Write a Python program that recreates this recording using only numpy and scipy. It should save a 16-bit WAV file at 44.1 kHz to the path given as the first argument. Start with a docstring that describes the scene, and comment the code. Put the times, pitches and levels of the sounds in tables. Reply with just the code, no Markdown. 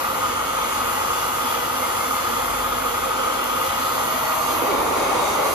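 """A handheld hair dryer roars into the open casing of a wall air conditioner, heard by two microphones
a hand apart. Its turbulent air excites resonances of barrel and casing, the jet hisses on the fins,
and blades passing the struts whine thinly over a low hum. Near the end the dryer swings towards the
microphones and the roar grows fuller. Before that a distant bird peeps three times and one tick sounds."""
import sys
import numpy as np
from scipy import signal
from scipy.io import wavfile
from scipy.ndimage import uniform_filter1d

SR = 44100
rng = np.random.default_rng(int(sys.argv[2]) if len(sys.argv) > 2 else 0)


def transcribe(u):
    """Save the signal u as a 16-bit wav file named by the first command-line argument.

    u: samples, shape (n,) or (channels, n), limited to [-1, 1]; the rate is SR.
    q: integer samples, one column per channel.
    """
    v = np.clip(np.atleast_2d(u).T, -1, 1)
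    q = np.round(v * 32767).astype(np.int16)
    wavfile.write(sys.argv[1], SR, q)


N = 244312

# Base spectral density of the low roar and mid rush; far is at the casing, near is at the microphones:
# frequency_hz, far_left_db, far_right_db, near_left_db, near_right_db
ROAR_SPECTRUM = [(45, -73.5, -69.5, -72.0, -68.0), (70, -67.0, -63.5, -65.0, -61.0),
                 (90, -64.0, -59.5, -63.0, -60.0), (180, -72.5, -69.5, -65.5, -61.5),
                 (240, -68.0, -61.5, -61.5, -56.5), (340, -65.0, -61.0, -63.0, -51.5),
                 (410, -74.0, -59.0, -55.0, -49.5), (500, -58.5, -53.5, -54.0, -47.0),
                 (580, -61.5, -60.5, -50.5, -52.5), (690, -57.0, -64.5, -53.0, -58.0),
                 (860, -51.0, -57.0, -47.0, -54.5), (1030, -55.0, -57.0, -51.0, -52.5),
                 (1220, -52.0, -52.0, -49.5, -47.5), (1400, -57.5, -54.5, -58.5, -55.5)]
RUSH_SPECTRUM = [(1600, -67.0, -65.0, -67.0, -67.5), (1800, -63.5, -63.5, -63.0, -63.5),
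                 (2000, -63.5, -62.5, -61.5, -60.5), (2300, -68.5, -68.5, -65.0, -65.0),
                 (2600, -66.5, -66.0, -65.0, -65.5), (2900, -64.5, -66.5, -66.0, -67.0),
                 (3200, -66.5, -67.5, -68.5, -67.5), (3520, -67.0, -68.5, -68.0, -68.5),
                 (3650, -73.0, -72.5, -67.0, -68.0), (4200, -72.5, -71.5, -71.5, -71.5),
                 (4800, -73.5, -71.5, -72.5, -71.0), (5400, -75.0, -74.0, -76.0, -75.0),
                 (6200, -72.5, -71.0, -71.5, -69.0)]
# Base spectral density of the jet on the fins: frequency_hz, level_db
HISS_SPECTRUM = [(7000, -70.5), (8000, -70), (9300, -70), (10500, -71), (11500, -73), (13500, -74),
                 (14300, -75), (15200, -78), (15600, -80)]
# Stereo image of roar and rush, as left-right likeness (0-1) and phase lead of the right side:
# frequency_hz, far_likeness, far_lead_rad, near_likeness, near_lead_rad
ROAR_IMAGE = [(170, 0.91, 0.5, 0.91, 0.2), (240, 0.99, 0.2, 0.97, 0.0), (340, 0.93, 0.8, 0.62, 0.0),
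              (410, 0.6, 0.7, 0.78, -1.1), (480, 0.48, -1.6, 0.88, -1.3), (550, 0.9, -1.5, 0.8, -0.7),
              (680, 0.68, -1.5, 0.65, -1.1), (860, 0.81, 0.9, 0.56, 0.6), (1000, 0.74, 1.2, 0.56, 0.8),
              (1240, 0.89, 1.2, 0.75, 0.8), (1420, 0.76, 1.4, 0.56, 0.7)]
RUSH_IMAGE = [(1600, 0.65, 1.1, 0.25, -0.8), (1780, 0.41, 1.8, 0.39, 2.3), (2000, 0.38, 1.7, 0.31, 2.7),
              (2300, 0.57, -0.1, 0.53, -0.5), (2600, 0.27, -1.5, 0.43, -1.4), (2900, 0.36, -2.7, 0.38, 3.1),
              (3200, 0.2, 2.9, 0.23, 1.6), (3500, 0.4, 0.3, 0.26, 1.2), (3750, 0.25, 0.7, 0.32, -1.1),
              (4200, 0.37, -0.7, 0.14, -0.6), (4800, 0.2, 0.8, 0.23, 0.4), (5500, 0.34, 2.7, 0.15, 1.9),
              (6200, 0.49, 1.9, 0.49, 0.4)]
# Stereo image of the hiss, left and right nearly opposite around 8.5 kHz:
# frequency_hz, likeness, lead_rad
HISS_IMAGE = [(7000, .5, 2.5), (7600, .92, 3), (8100, .998, 3.14), (9100, .998, 3.14), (9700, .85, -2.5),
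              (10400, .65, -1.7), (11000, .65, -.8), (11700, .998, 0), (13600, .998, 0), (14000, .6, .8),
              (14500, .45, 1.8), (15200, .9, 3.1)]
# Resonances and hollows of barrel and casing with the dryer far, half turned and near:
# centre_hz, width_hz, left_db, right_db
FAR_RESONANCES = [(120, 30, -2.0, -3.0), (145, 20, 3.5, 2.5), (253, 36, 6.5, 6.5), (305, 35, -5.5, -3.5),
                  (360, 30, 5.0, 1.0), (400, 24, -5.0, -2.5), (452, 18, 0.0, -8.5), (478, 22, -5.5, 8.5),
                  (503, 15, -1.0, -10), (531, 30, 4.0, 8.0), (578, 28, -3.0, -6.0), (635, 30, 1.0, 3.5),
                  (738, 24, -4.5, 2.0), (778, 25, -4.0, -6.5), (960, 30, -0.5, -5.5), (1253, 60, 8.0, 5.5),
                  (1775, 60, -6.0, -7.0), (2660, 50, -5.5, -5.0), (3290, 110, 2.0, 2.0)]
TURNING_RESONANCES = [(152, 14, 7, 8), (537, 35, -11, -5), (637, 37, 5.5, 8), (1190, 50, -1, 5),
                      (6280, 350, 0, 4)]
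NEAR_RESONANCES = [(120, 16, -9, -6), (204, 33, -4, -3.5), (465, 15, -10, -5.5), (1283, 20, -14, -19),
                   (4420, 120, -3, 2.5)]
# Throb of the barrel's main resonance: centre_hz, width_hz, depth_db
BARREL_THROB = (1250, 300, 0.88)
# Swell of the low roar as the nozzle draws back from the fins: start_s, length_s, gain_db
DRAW_BACK_SWELL = (2.8, 1, 2.2)
# Treble gains above HISS_EDGE_HZ and SIZZLE_EDGE_HZ: time_s, hiss_db, sizzle_db
TREBLE_GAINS = [(0, -3.5, 2), (.4, -1.5, -3), (.9, 0.5, -1), (2.5, -0.5, 0.5), (2.9, -2.5, 2),
                (3.25, -1, -3.5), (3.46, -2, 1), (3.59, -1.5, 1), (3.635, 2, 2), (3.71, 0.5, -1),
                (4.15, -1, 1), (4.5, -0.5, 3), (4.85, -2, -2), (5.25, 3, -7), (5.54, .5, 0)]
# Blade whine, swelling as the dryer turns: time_s, fundamental_db, octave_db
WHINE_LEVELS = [(0, -50, -66), (.8, -45, -62), (1.5, -74, -64), (2.5, -71, -72), (3.3, -51, -62),
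                (3.9, -51, -67), (4.3, -56, -44.5), (4.7, -47, -82), (5.2, -45, -52), (5.54, -49, -49)]
# Fundamental of the low hum: time_s, level_db
HUM_LEVELS = [(0, -53), (.7, -48), (2, -56), (2.5, -42), (3.1, -48), (3.9, -55), (4.6, -48), (5.54, -49)]
# Bird whistles: start_s, level_db, start_pitch_hz, end_pitch_hz, length_s
BIRD_PEEPS = [(1.81, -35.5, 2110, 2130, 0.061), (1.99, -37, 2120, 2140, 0.065),
              (2.163, -39.5, 2080, 2090, 0.054)]
# Bright tick: start_s, level_db, t60_s
TICK_EVENTS = [(3.44, -24, .06)]

SWING, LOW_SWING = (3.62, 1.4), (4.4, 0.35)  # above and below ROAR_SPLIT_HZ: start_s, length_s
ROAR_SPLIT_HZ, HISS_EDGE_HZ, SIZZLE_EDGE_HZ = 573, 5550, 10500
DRUM_FROM_HZ, DRUM_TO_HZ = 250, 427
OVERSHOOT_DB, SETTLED_DB, SETTLE_S = 4.5, -3.5, 0.42
WHINE_HZ, HUM_HZ = 2214.3, 47.9
BASS_CUT_HZ, TREBLE_CUT_HZ = 41, 15640


def dryer_air():
    """Source and filter: broadband turbulent noise is coloured by barrel and casing."""
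    hz, t, spectra = signal.stft(rng.standard_normal((4, N)), SR, nperseg=4096, noverlap=3072)
    left, independent, gain_noise, phase_noise = spectra
    upper = above(hz, ROAR_SPLIT_HZ, 23)
    nearness = upper * swing(t, *SWING) + (1 - upper) * swing(t, *LOW_SWING)
    db = casing_colour_db(hz, t, nearness) + low_roar_db(hz, t, upper) + fin_hiss_db(hz, t)
    db += turbulence_db(hz, gain_noise.real)
    db += barrel_throb_db(hz, t) + wall_ripple_db(hz, gain_noise.imag)
    likeness = stereo_image(hz, nearness, phase_noise.real)
    right = likeness * left + np.sqrt(np.clip(1 - abs(likeness) ** 2, 0, 1)) * independent
    coloured = np.array([left, right]) * gain_of(db) * np.sqrt(SR / 2)
    return signal.istft(coloured, SR, nperseg=4096, noverlap=3072)[1][:, :N]


def casing_colour_db(hz, t, nearness):
    """Resonance of barrel and casing shapes a spectrum that slides as the dryer swings near."""
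    rows = ROAR_SPECTRUM + RUSH_SPECTRUM + [(f, *[db] * 4) for f, db in HISS_SPECTRUM]
    base_db = interpolate(rows, hz, np.log1p)[..., None]
    far_db = base_db[:2] + resonances_db(FAR_RESONANCES, hz)
    near_db = base_db[2:] + resonances_db(NEAR_RESONANCES, hz)
    turning_db = resonances_db(TURNING_RESONANCES, hz) * np.sin(np.pi * swing(t, *SWING))
    return far_db + nearness * (near_db - far_db) + turning_db


def low_roar_db(hz, t, upper):
    """Jet impingement: the roar swells as the nozzle draws back, then drums on the cover and settles."""
    start_s, length_s, depth_db = DRAW_BACK_SWELL
    swell_db = depth_db * np.sin(np.pi * np.clip((t - start_s) / length_s, 0, 1))
    settling = np.exp(-np.maximum(t - sum(LOW_SWING), 0) / SETTLE_S)
    drum_db = swing(t, *LOW_SWING) * (SETTLED_DB + (OVERSHOOT_DB - SETTLED_DB) * settling)
    drum_band = above(hz, DRUM_FROM_HZ, 20) * (1 - above(hz, DRUM_TO_HZ, 7.5))
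    return drum_db * drum_band + swell_db * above(hz, DRUM_FROM_HZ, 21) * (1 - upper)


def fin_hiss_db(hz, t):
    """Flow noise of the jet on the fins rises and falls in two treble shelves."""
    hiss_db, sizzle_db = interpolate(TREBLE_GAINS, t)
    return hiss_db * above(hz, HISS_EDGE_HZ, 2.3) + sizzle_db * above(hz, SIZZLE_EDGE_HZ, 36)


def turbulence_db(hz, noise):
    """Random modulation: eddies swell, the rush whirs, the hiss flutters as the jet wanders on the fins."""
    eddies = 0.25 * above(hz, 890, 3.7) * smooth_field(noise, bins=40, frames=3)
    rush_band = above(hz, 1620, 10.5) * (1 - above(hz, 8200, 0.54))
    whir = 2.7 * rush_band * smooth_field(rng.standard_normal(noise.shape), bins=9, frames=7)
    wander = smooth_field(rng.standard_normal(noise.shape), bins=500, frames=4)
    return eddies + whir + 0.97 * above(hz, 2400, 3.6) * wander


def barrel_throb_db(hz, t):
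    """Amplitude modulation of the barrel's main resonance is heard as an irregular throb."""
    centre_hz, width_hz, depth_db = BARREL_THROB
    peak_db = resonances_db([(centre_hz, width_hz, depth_db, depth_db)], hz)
    return peak_db * unit_rms(rng.standard_normal(len(t)))


def wall_ripple_db(hz, noise):
    """Interference of wall reflections ripples the spectrum and drifts with the hand."""
    depth_db = 1.5 * above(hz, 300, 2) + 1.3 * above(hz, 1600, 8)
    return depth_db * smooth_field(noise, bins=4, frames=30)


def stereo_image(hz, nearness, noise):
    """Left-right likeness and phase set the stereo width; reflections scatter the phase of the rush."""
    rows = ROAR_IMAGE + RUSH_IMAGE + [row + row[1:] for row in HISS_IMAGE]
    row_hz, far_likeness, far_lead, near_likeness, near_lead = np.transpose(rows)
    far = np.interp(hz, row_hz, far_likeness * np.exp(1j * far_lead))[:, None]
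    near = np.interp(hz, row_hz, near_likeness * np.exp(1j * near_lead))[:, None]
    likeness = far + nearness * (near - far)
    scatter_rad = 1.1 * above(hz, 1700, 10) * (1 - above(hz, 5500, 12))
    phase = scatter_rad * smooth_field(noise, bins=12, frames=90)
    likeness *= np.exp(scatter_rad ** 2 / 2 + 1j * phase)  # narrow bands are more alike than the mean
    return likeness / np.maximum(abs(likeness), 1)


def blade_whine(t):
    """Blade-passing tone: blades crossing the struts make periodic pressure pulses."""
    return tone(WHINE_HZ, *interpolate(WHINE_LEVELS, t), waver_hz=2.43, balance_db=0.1, lead_rad=0.1)


def low_hum(t):
    """Two harmonics make a low hum; the fundamental swells and sinks under a steady octave."""
    level_db, = interpolate(HUM_LEVELS, t)
    return tone(HUM_HZ, level_db, octave_db=-57, waver_hz=0.43, balance_db=1.0, lead_rad=0.054)


def tick():
    """A bright transient with exponential decay, as of ice or plastic shifting in the heat."""
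    out, t = np.zeros(N), np.arange(4000) / SR
    for start_s, level_db, t60_s in TICK_EVENTS:
        bright_noise = unit_rms(np.diff(rng.standard_normal(len(t)), n=2, prepend=[0, 0]))
        out[round(start_s * SR):][:len(t)] += gain_of(level_db - 60 * t / t60_s) * bright_noise
    return np.array([out, np.roll(out, shift=-7)])  # reaches the right microphone first


def bird():
    """Nearly pure tones glide upward; a level difference places the bird to the right."""
    out = np.zeros(N)
    for start_s, level_db, start_hz, end_hz, length_s in BIRD_PEEPS:
        progress = np.arange(0, length_s, 1 / SR) / length_s
        hz = start_hz + (end_hz - start_hz) * progress ** 2
        envelope = gain_of(level_db) * np.sqrt(2) * np.sin(np.pi * progress)
        out[round(start_s * SR):][:len(hz)] += envelope * np.sin(2 * np.pi * np.cumsum(hz) / SR)
    return out * gain_of([[-3.5], [3.0]])


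def tone(hz, level_db, octave_db, waver_hz, balance_db, lead_rad):
    """Slow frequency modulation of a tone and its octave; balance and lead favour the right side."""
    hz = hz + waver_hz * unit_rms(uniform_filter1d(rng.standard_normal(N), size=4000))
    phase = 2 * np.pi * np.cumsum(hz) / SR + np.array([[0], [lead_rad]])
    harmonics = gain_of(level_db) * np.sin(phase) + gain_of(octave_db) * np.sin(2 * phase)
    return np.sqrt(2) * harmonics * gain_of([[-balance_db / 2], [balance_db / 2]])


def resonances_db(rows, hz):
    """Lorentzian peaks and dips, left and right."""
    return sum(np.array(gains_db)[:, None, None] / (1 + (2 * (hz[:, None] - centre_hz) / width_hz) ** 2)
               for centre_hz, width_hz, *gains_db in rows)


def smooth_field(noise, bins, frames):
    """Moving averages correlate noise over frequency and time."""
    return unit_rms(uniform_filter1d(uniform_filter1d(noise, size=bins, axis=0), size=frames, axis=1))


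def swing(t, start_s, length_s):
    """Raised-cosine rise from 0 to 1."""
    return np.sin(np.pi / 2 * np.clip((t - start_s) / length_s, 0, 1)) ** 2


def above(hz, edge_hz, steepness):
    """High-pass weighting from 0 to 1."""
    return 1 / (1 + (edge_hz / (hz[:, None] + 1)) ** steepness)


def interpolate(rows, at, warp=lambda v: v):
    """Linear interpolation of a table along its first column, optionally warped."""
    axis, *columns = np.transpose(rows)
    return np.array([np.interp(warp(at), warp(axis), column) for column in columns])


def gain_of(db):
    """Decibels to an amplitude ratio."""
    return 10 ** (np.asarray(db) / 20)


def unit_rms(x):
    """Normalisation to rms 1."""
    return x / np.sqrt(np.mean(x ** 2) + 1e-20)


def scene():
    """Superposition of all sources at the two microphones."""
    t = np.arange(N) / SR
    return dryer_air() + blade_whine(t) + low_hum(t) + tick() + bird()


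def record(dry):
    """Band limiting: the microphones drop the deepest bass, and a low-pass cuts the highest treble."""
    dry = signal.sosfilt(signal.butter(8, BASS_CUT_HZ, "high", fs=SR, output="sos"), dry)
    low_pass = signal.firwin(511, TREBLE_CUT_HZ, window=("kaiser", 9), fs=SR)
    return signal.oaconvolve(dry, low_pass[None], "same")


dry = scene()
out = record(dry)
transcribe(out)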